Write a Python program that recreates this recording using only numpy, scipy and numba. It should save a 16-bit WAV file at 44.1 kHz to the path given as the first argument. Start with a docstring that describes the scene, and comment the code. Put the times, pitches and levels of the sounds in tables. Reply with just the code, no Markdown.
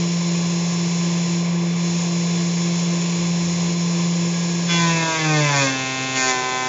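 """A paved yard in front of a garage, where a benchtop planer runs some metres from a phone.
Idling, its cutter head hums and the motor fan whines over rushing air; a passer-by shades the treble.
A wooden post bumps and squeaks through the rollers, then meets the knives with a short shriek.
They hammer and rasp the timber, chips hiss, and the load drags the motor's pitch down."""
import sys
import numpy as np
from scipy import signal
from scipy.fft import rfft, irfft
from scipy.io import wavfile
from scipy.ndimage import uniform_filter1d
from numba import njit

SR = 44100
rng = np.random.default_rng(int(sys.argv[2]) if len(sys.argv) > 2 else 0)


def to_wav(sig):
    """Store sig (one row per channel, or 1-D mono) as 16-bit WAV at the path in sys.argv[1].

    Samples outside -1..1 are clipped; the rate is SR.
    """
    pcm = np.clip(np.atleast_2d(sig), -1, 1) * 32767
    pcm = np.round(pcm).astype(np.int16)
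    wavfile.write(sys.argv[1], SR, pcm.T)  # frames by channels


N = 294588
TIME = np.arange(N) / SR
FREQS = np.maximum(np.fft.rfftfreq(N, 1 / SR), 1)

# cutter head speed, sagging under load: time_s, speed_hz
HEAD_SPEED = [(0, 171.85), (3.6, 172.07), (4.68, 171.8), (4.85, 168.6), (4.95, 165.2), (5.16, 159.7),
              (5.34, 152.6), (5.69, 132.8), (5.8, 131.4), (6.15, 131.5), (6.34, 127.5), (6.68, 128.35)]
# harmonics of the hum: head_speed_multiple, level_db
HUM_HARMONICS = [(1, 0), (2, -16.5), (3, -28), (4, -34), (6, -24)]
# pitches where reflections cancel the hum: pitch_hz, width_hz, gain_db
HUM_NULLS = [(160.4, 4.5, -19), (127, 11, -27)]
# motor unbalance and fan blade tones: motor_speed_multiple, level_db
FAN_TONES = [(1, -44), (8, -56), (12, -43.5), (15, -46.5), (16, -40.5), (17, -53), (19, -48.5), (20, -41.5),
             (21, -51)]
# EQ of the air rushing through fan and head: frequency_hz, gain_db
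AIR_EQ = [(25, -23.5), (65, -17.5), (90, -4.5), (150, 6), (205, -4.5), (430, 2.5), (750, -4), (1130, -4),
          (1290, -14.5), (1850, -10.5), (2250, -3.5), (3000, -9), (4400, -9), (7200, -7.5)]
# fan duct resonances: pitch_hz, width_hz, boost_db
DUCT_PEAKS = [(1030, 270, 1), (1693, 65, 7), (2600, 1400, 1.5), (3473, 130, 8), (4930, 150, 3.5),
              (5700, 420, 3.5), (6310, 110, 9.5), (6730, 48, 10), (6990, 170, 11.5)]
# dull bumps as the post is drawn in: start_s, pitch_hz, decay_s, level_db
BUMPS = [(3.171, 36.6, 0.17, -50), (3.402, 89, 0.42, -44)]
# the knives dig in: start_s, length_s, depth, added_roughness, pocket_start_hz, pocket_end_hz
BITES = [(4.694, 0.12, 0.45, 0.02, 3300, 2130), (4.995, .17, 0, 0, 2470, 1540),
         (5.3, 0.074, 0.03, 0, 2730, 1660), (5.537, 0.087, 0.48, 0, 2760, 2010),
         (6.148, 0.15, 0.78, 0, 3170, 1160)]
# slaps off paving and wall: delay_s, level_db
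ECHOES = [(.0023, -14), (.0117, -14)]
# low resonances of the post: pitch_hz, width_hz, level_db
POST_MODES = [(270, 9, -2.4), (304, 9, 0.0), (379, 9, -2.0), (416, 9, -10.7), (457, 25, -8.9),
              (502, 9, -10.0), (549, 9, -1.2), (600, 23, -5.3)]
# resonances of the planer's housing: pitch_hz, width_hz, level_db
HOUSING_MODES = [(650, 10, -2.5), (708, 9, -3.6), (768, 19, -5.3), (862, 10, -7.1), (895, 9, -9.7),
                 (973, 17, -1.4), (1015, 26, -0.3), (1079, 10, 0.0), (1121, 25, -7.0)]
# ring of knives and steel bed: pitch_hz, width_hz, level_db
STEEL_MODES = [(1207, 25, -5.5), (1250, 120, -11), (1399, 42, -7), (1584, 74, -5.5), (1728, 13.7, -2),
               (1824, 97, -6), (1916, 12, -9.5), (2102, 87, -3.5), (2148, 28, -2.5), (2320, 220, -6),
               (2483, 41, -1), (2652, 94, -6), (3184, 41, -6), (3497, 166, -8.5)]
# EQ of the chip spray: frequency_hz, gain_db
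CHIP_EQ = [(1500, -20.5), (3300, -14), (4150, 4.5), (4600, 4.5), (5100, 0.5), (5500, 2.5), (6200, 3.5),
           (6600, 1.5), (7100, 6.5), (7800, -7)]
# harmonics that sing at first contact: head_speed_multiple, level_db
SHRIEK_TONES = [(20, -30), (30, -34.5)]

# faders of the cut: even_cut_db, full_strain_boost_db, full_bite_boost_db
BOOM_FADER, KNOCK_FADER = (-31, 2, 4.5), (-28.5, 3, 2)
RASP_FADER, CHIPS_FADER = (-27.5, 4, 4.5), (-33, 5, 9.5)
CONTACT_S = 4.675  # the post meets the knives
GRIP_S, ENGAGE_S = .02, .2  # time for the knives to catch, and for the post to slide fully under
BITE_ATTACK_S, BITE_RELEASE_S = .021, .11


def undb(db):
    """Decibels to gain."""
    return 10 ** (np.asarray(db) / 20)


def unit(x):
    """Scale to rms 1."""
    return x / np.sqrt(np.mean(x ** 2))


def steady(x):
    """Ride the level to rms 1 over a tenth of a second."""
    return x / np.sqrt(uniform_filter1d(x ** 2, SR // 10) + 1e-12)


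def tone(cycles):
    """A sine of rms 1 with a random starting phase."""
    return np.sqrt(2) * np.sin(2 * np.pi * (cycles + rng.random()))


def wobble(rate_hz):
    """Smooth random modulation with a spread near 1."""
    steps = rng.standard_normal(1024)
    place = 2 * rate_hz * TIME
    k = place.astype(int) % 1023
    blend = (1 - np.cos(np.pi * (place % 1))) / 2
    return steps[k] + blend * (steps[k + 1] - steps[k])


def swell(start, length, attack, release):
    """Rise, hold until the length is over, fall; times in seconds."""
    return np.clip(np.minimum((TIME - start) / attack, 1 - (TIME - start - length) / release), 0, 1)


def bells(hz, peaks):
    """Summed gain of bell curves at hz, in dB."""
    return sum(db / (1 + (2 * (hz - centre) / width) ** 2) for centre, width, db in peaks)


def colour(x, eq, peaks=()):
    """Apply a broad EQ with bells on top, then scale to rms 1."""
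    hz, db = np.transpose(eq)
    shape_db = np.interp(np.log(FREQS), np.log(hz), db) + bells(FREQS, peaks)
    return unit(irfft(rfft(x) * undb(shape_db), N))


def ring(x, modes):
    """Drive a set of resonances; neighbours swing in opposite senses."""
    response = sum((-1) ** k * undb(db) / (1 + 1j * (FREQS ** 2 - hz ** 2) / (FREQS * width))
                   for k, (hz, width, db) in enumerate(modes))
    return irfft(rfft(x) * response, N)


@njit
def sweep(x, hz, width_hz):
    """A band-pass whose centre moves every sample."""
    y, band, low = np.empty(len(x)), 0., 0.
    for i in range(len(x)):
        g, damping = np.tan(np.pi * hz[i] / SR), width_hz / hz[i]
        v = (band + g * (x[i] - low)) / (1 + g * (g + damping))
        band, low = 2 * v - band, low + 2 * g * v
        y[i] = damping * v
    return y


def head_speed():
    """Turns per second of the cutter head."""
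    return np.interp(TIME, *np.transpose(HEAD_SPEED))


def drag(db_per_octave):
    """Gain that falls as the motor slows below idle."""
    speed = head_speed()
    return undb(db_per_octave * np.log2(speed / speed[0]))


def head_hum(turns, level_db=-19.5, rub_db=-1, cut_db=3, flutter_db=.56):
    """The head pumps air once a turn; the hum dips as its pitch crosses a null."""
    overtones = sum(undb(db + wobble(7.8)) * tone(k * turns) for k, db in HUM_HARMONICS[1:])
    load_db = rub_db * rubbing() + cut_db * cut_fade_in(ENGAGE_S)
    fader_db = level_db + load_db + bells(head_speed(), HUM_NULLS) + flutter_db * wobble(4.8)
    return drag(db_per_octave=8) * undb(fader_db) * (tone(turns) + overtones)


def fan_whine(turns, belt_ratio=1.978, flutter_db=.87):
    """Tones of the belted motor and its fan; the shaft tone beats with the hum's second harmonic."""
    shaft = belt_ratio * turns + .004 * wobble(4)
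    whine = sum(undb(db + flutter_db * wobble(8.9)) * tone(k * shaft) for k, db in FAN_TONES)
    return drag(db_per_octave=30) * whine


def air_rush(level_db=-26.5, gust_db=.5):
    """Turbulence in the duct, softer as the motor slows."""
    gain = drag(db_per_octave=6) * undb(level_db + gust_db * wobble(5.7))
    return gain * colour(rng.standard_normal(N), AIR_EQ, DUCT_PEAKS)


def passer_by(x, middle_s=1.61, half_length_s=.2, corner_hz=2800, treble_db=-5):
    """Lows bend round a passing body while the highs are shaded."""
    lows = irfft(rfft(x) / (1 + (FREQS / corner_hz) ** 4), N)
    blocked = np.exp(-((TIME - middle_s) / half_length_s) ** 4)
    return lows + undb(treble_db * blocked) * (x - lows)


def roller_bumps(attack_s=.011, waver_cycles=.083):
    """Low, wavering thuds as the rollers take the post."""
    bumps = np.zeros(N)
    for start, hz, decay, db in BUMPS:
        age = np.maximum(TIME - start, 0)
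        envelope = np.exp(-age / decay) * (1 - np.exp(-age / attack_s))
        bumps += undb(db) * envelope * tone(hz * age + waver_cycles * wobble(15))
    return bumps


def rubbing():
    """Pressure of the post on the infeed, 0-1."""
    return swell(start=4.22, length=.42, attack=.13, release=.13)


def infeed_squeak(pitch_hz=1655, level_db=-46.5, waver_cycles=.083):
    """The post rubs on its way in with a thin, unsteady squeak."""
    return undb(level_db) * rubbing() * tone(pitch_hz * TIME + waver_cycles * wobble(21))


def shriek(turns, flutter_db=2.5):
    """Two high harmonics sing out as the knives graze the end of the post."""
    envelope = swell(CONTACT_S, length=.08, attack=BITE_ATTACK_S, release=.13)
    return envelope * sum(undb(db + flutter_db * wobble(30)) * tone(k * turns) for k, db in SHRIEK_TONES)


def cut_fade_in(rise_s):
    """A ramp from 0 to 1 once the post meets the knives."""
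    return np.clip((TIME - CONTACT_S) / rise_s, 0, 1)


def effort(even_roughness=.11, strain_roughness=.14):
    """Controls of the cut, 0-1: strain (how fast the head brakes), bite depth, tearing of the grain."""
    braking = uniform_filter1d(np.maximum(-np.gradient(head_speed()), 0), SR // 20)
    strain = braking / braking.max()
    bite = np.zeros(N)
    tear = even_roughness + strain_roughness * strain
    for start, length, depth, roughness, _, _ in BITES:
        envelope = swell(start, length, BITE_ATTACK_S, BITE_RELEASE_S)
        bite += depth * envelope
        tear += roughness * envelope
    return strain, bite, tear


def knife_blows(turns, tear, second_knife=.13, scatter_db=5, jitter_s=.00006, half_taps=8):
    """Two knives strike each turn, one set lower; torn grain unsettles force and timing."""
    strikes = np.arange(1, int(2 * turns[-1]))
    when = np.interp(strikes / 2, turns, TIME)
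    roughness = np.interp(when, TIME, tear)
    chance = rng.standard_normal((len(when), 2))
    force = np.where(strikes % 2, second_knife, 1) * undb(scatter_db * roughness * chance[:, 0])
    place = (when + jitter_s * roughness * chance[:, 1]) * SR
    # windowed sinc clicks can land between samples
    taps = place.astype(int)[:, None] + np.arange(-half_taps, half_taps + 1)
    offset = taps - place[:, None]
    clicks = force[:, None] * np.sinc(offset) * np.sinc(offset / (half_taps + 1))
    blows = np.zeros(N)
    np.add.at(blows, np.clip(taps, 0, N - 1), clicks)
    return unit(blows)


def yard(x, tail_db, t60_s=.15):
    """Add two hard slaps and a short scattered tail."""
    age = TIME[:16384]
    tail = rng.standard_normal(len(age)) * undb(-60 * age / t60_s)
    response = undb(tail_db) * tail / np.linalg.norm(tail)
    response[0] = 1
    for delay, db in ECHOES:
        response[int(delay * SR)] += undb(db)
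    return signal.fftconvolve(x, response)[:N]


def body_howl(blows, modes):
    """A heavy part howls whenever a falling harmonic of the blows crosses one of its resonances."""
    body = ring(blows, modes)
    return body / np.std(body[TIME > CONTACT_S])


def air_pocket(drive, rest_hz=1965., width_hz=780.):
    """Air between knives and post resonates, gliding down through each bite, then back to rest."""
    hz = np.full(N, rest_hz)
    for start, length, _, _, start_hz, end_hz in BITES:
        progress = (TIME - start) / (length + BITE_RELEASE_S)
        during = (progress > 0) & (progress < 1)
        hz[during] = start_hz * (end_hz / start_hz) ** progress[during]
    hz = uniform_filter1d(hz, SR // 50)
    return unit(sweep(sweep(drive, hz, width_hz), hz, width_hz))


def knife_rasp(drive, tear, pocket_mix=2.66):
    """Knives and bed ring; the air pocket comes forward as the grain tears."""
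    steel = unit(ring(drive, STEEL_MODES))
    return steady(steel + pocket_mix * tear * air_pocket(drive))


def chute_hiss(spray, bite, pitch_hz=6880, width_hz=690, full_bite_db=-26.5):
    """In the deepest bites a rush of chips hisses in the chute."""
    mode = [(pitch_hz, width_hz, 0)]
    return undb(full_bite_db) * bite ** 3 * steady(ring(ring(spray, mode), mode))


def cutting(turns, burst_decay_turns=.8, rasp_noise=.31, chip_noise=4.3):
    """Knife blows ring post, housing and steel; each turn throws a burst of splinters and chips."""
    strain, bite, tear = effort()

    def fader(even_db, strain_db, bite_db):
        return undb(even_db + strain_db * strain + bite_db * bite)

    blows = knife_blows(turns, tear)
    bursts = np.exp(-(turns % 1) / burst_decay_turns)
    splinters = tear * unit(rng.standard_normal(N) * bursts)
    # heavy parts feel only the blows; the brighter the layer, the more the yard scatters it
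    heavy = yard(blows, tail_db=-20)
    light = yard(blows + rasp_noise * splinters, tail_db=-7)
    spray = yard(blows + chip_noise * splinters, tail_db=3)
    boom = fader(*BOOM_FADER) * body_howl(heavy, POST_MODES)
    knock = fader(*KNOCK_FADER) * body_howl(heavy, HOUSING_MODES)
    rasp = fader(*RASP_FADER) * knife_rasp(light, tear)
    chips = fader(*CHIPS_FADER) * steady(colour(spray, CHIP_EQ)) + chute_hiss(spray, bite)
    return cut_fade_in(ENGAGE_S) * (boom + knock) + cut_fade_in(GRIP_S) * (rasp + chips)


def scene():
    """Hum, whine and cut lock to one turning shaft; the mix is dual mono."""
    turns = np.cumsum(head_speed()) / SR
    machine = head_hum(turns) + passer_by(fan_whine(turns) + air_rush())
    timber = roller_bumps() + infeed_squeak() + shriek(turns) + cutting(turns)
    mix = machine + timber
    return np.array([mix, mix])


def record(dry, rolloff_hz=7420, order=24, cutoff_hz=7850):
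    """The phone's narrow band: a rounded shoulder, then a steep high cut."""
    rounded = irfft(rfft(dry) / (1 + (FREQS / rolloff_hz) ** (2 * order)), N)
    high_cut = signal.ellip(10, .2, 80, cutoff_hz, fs=SR, output="sos")
    return signal.sosfilt(high_cut, rounded)


dry = scene()
out = record(dry)
to_wav(out)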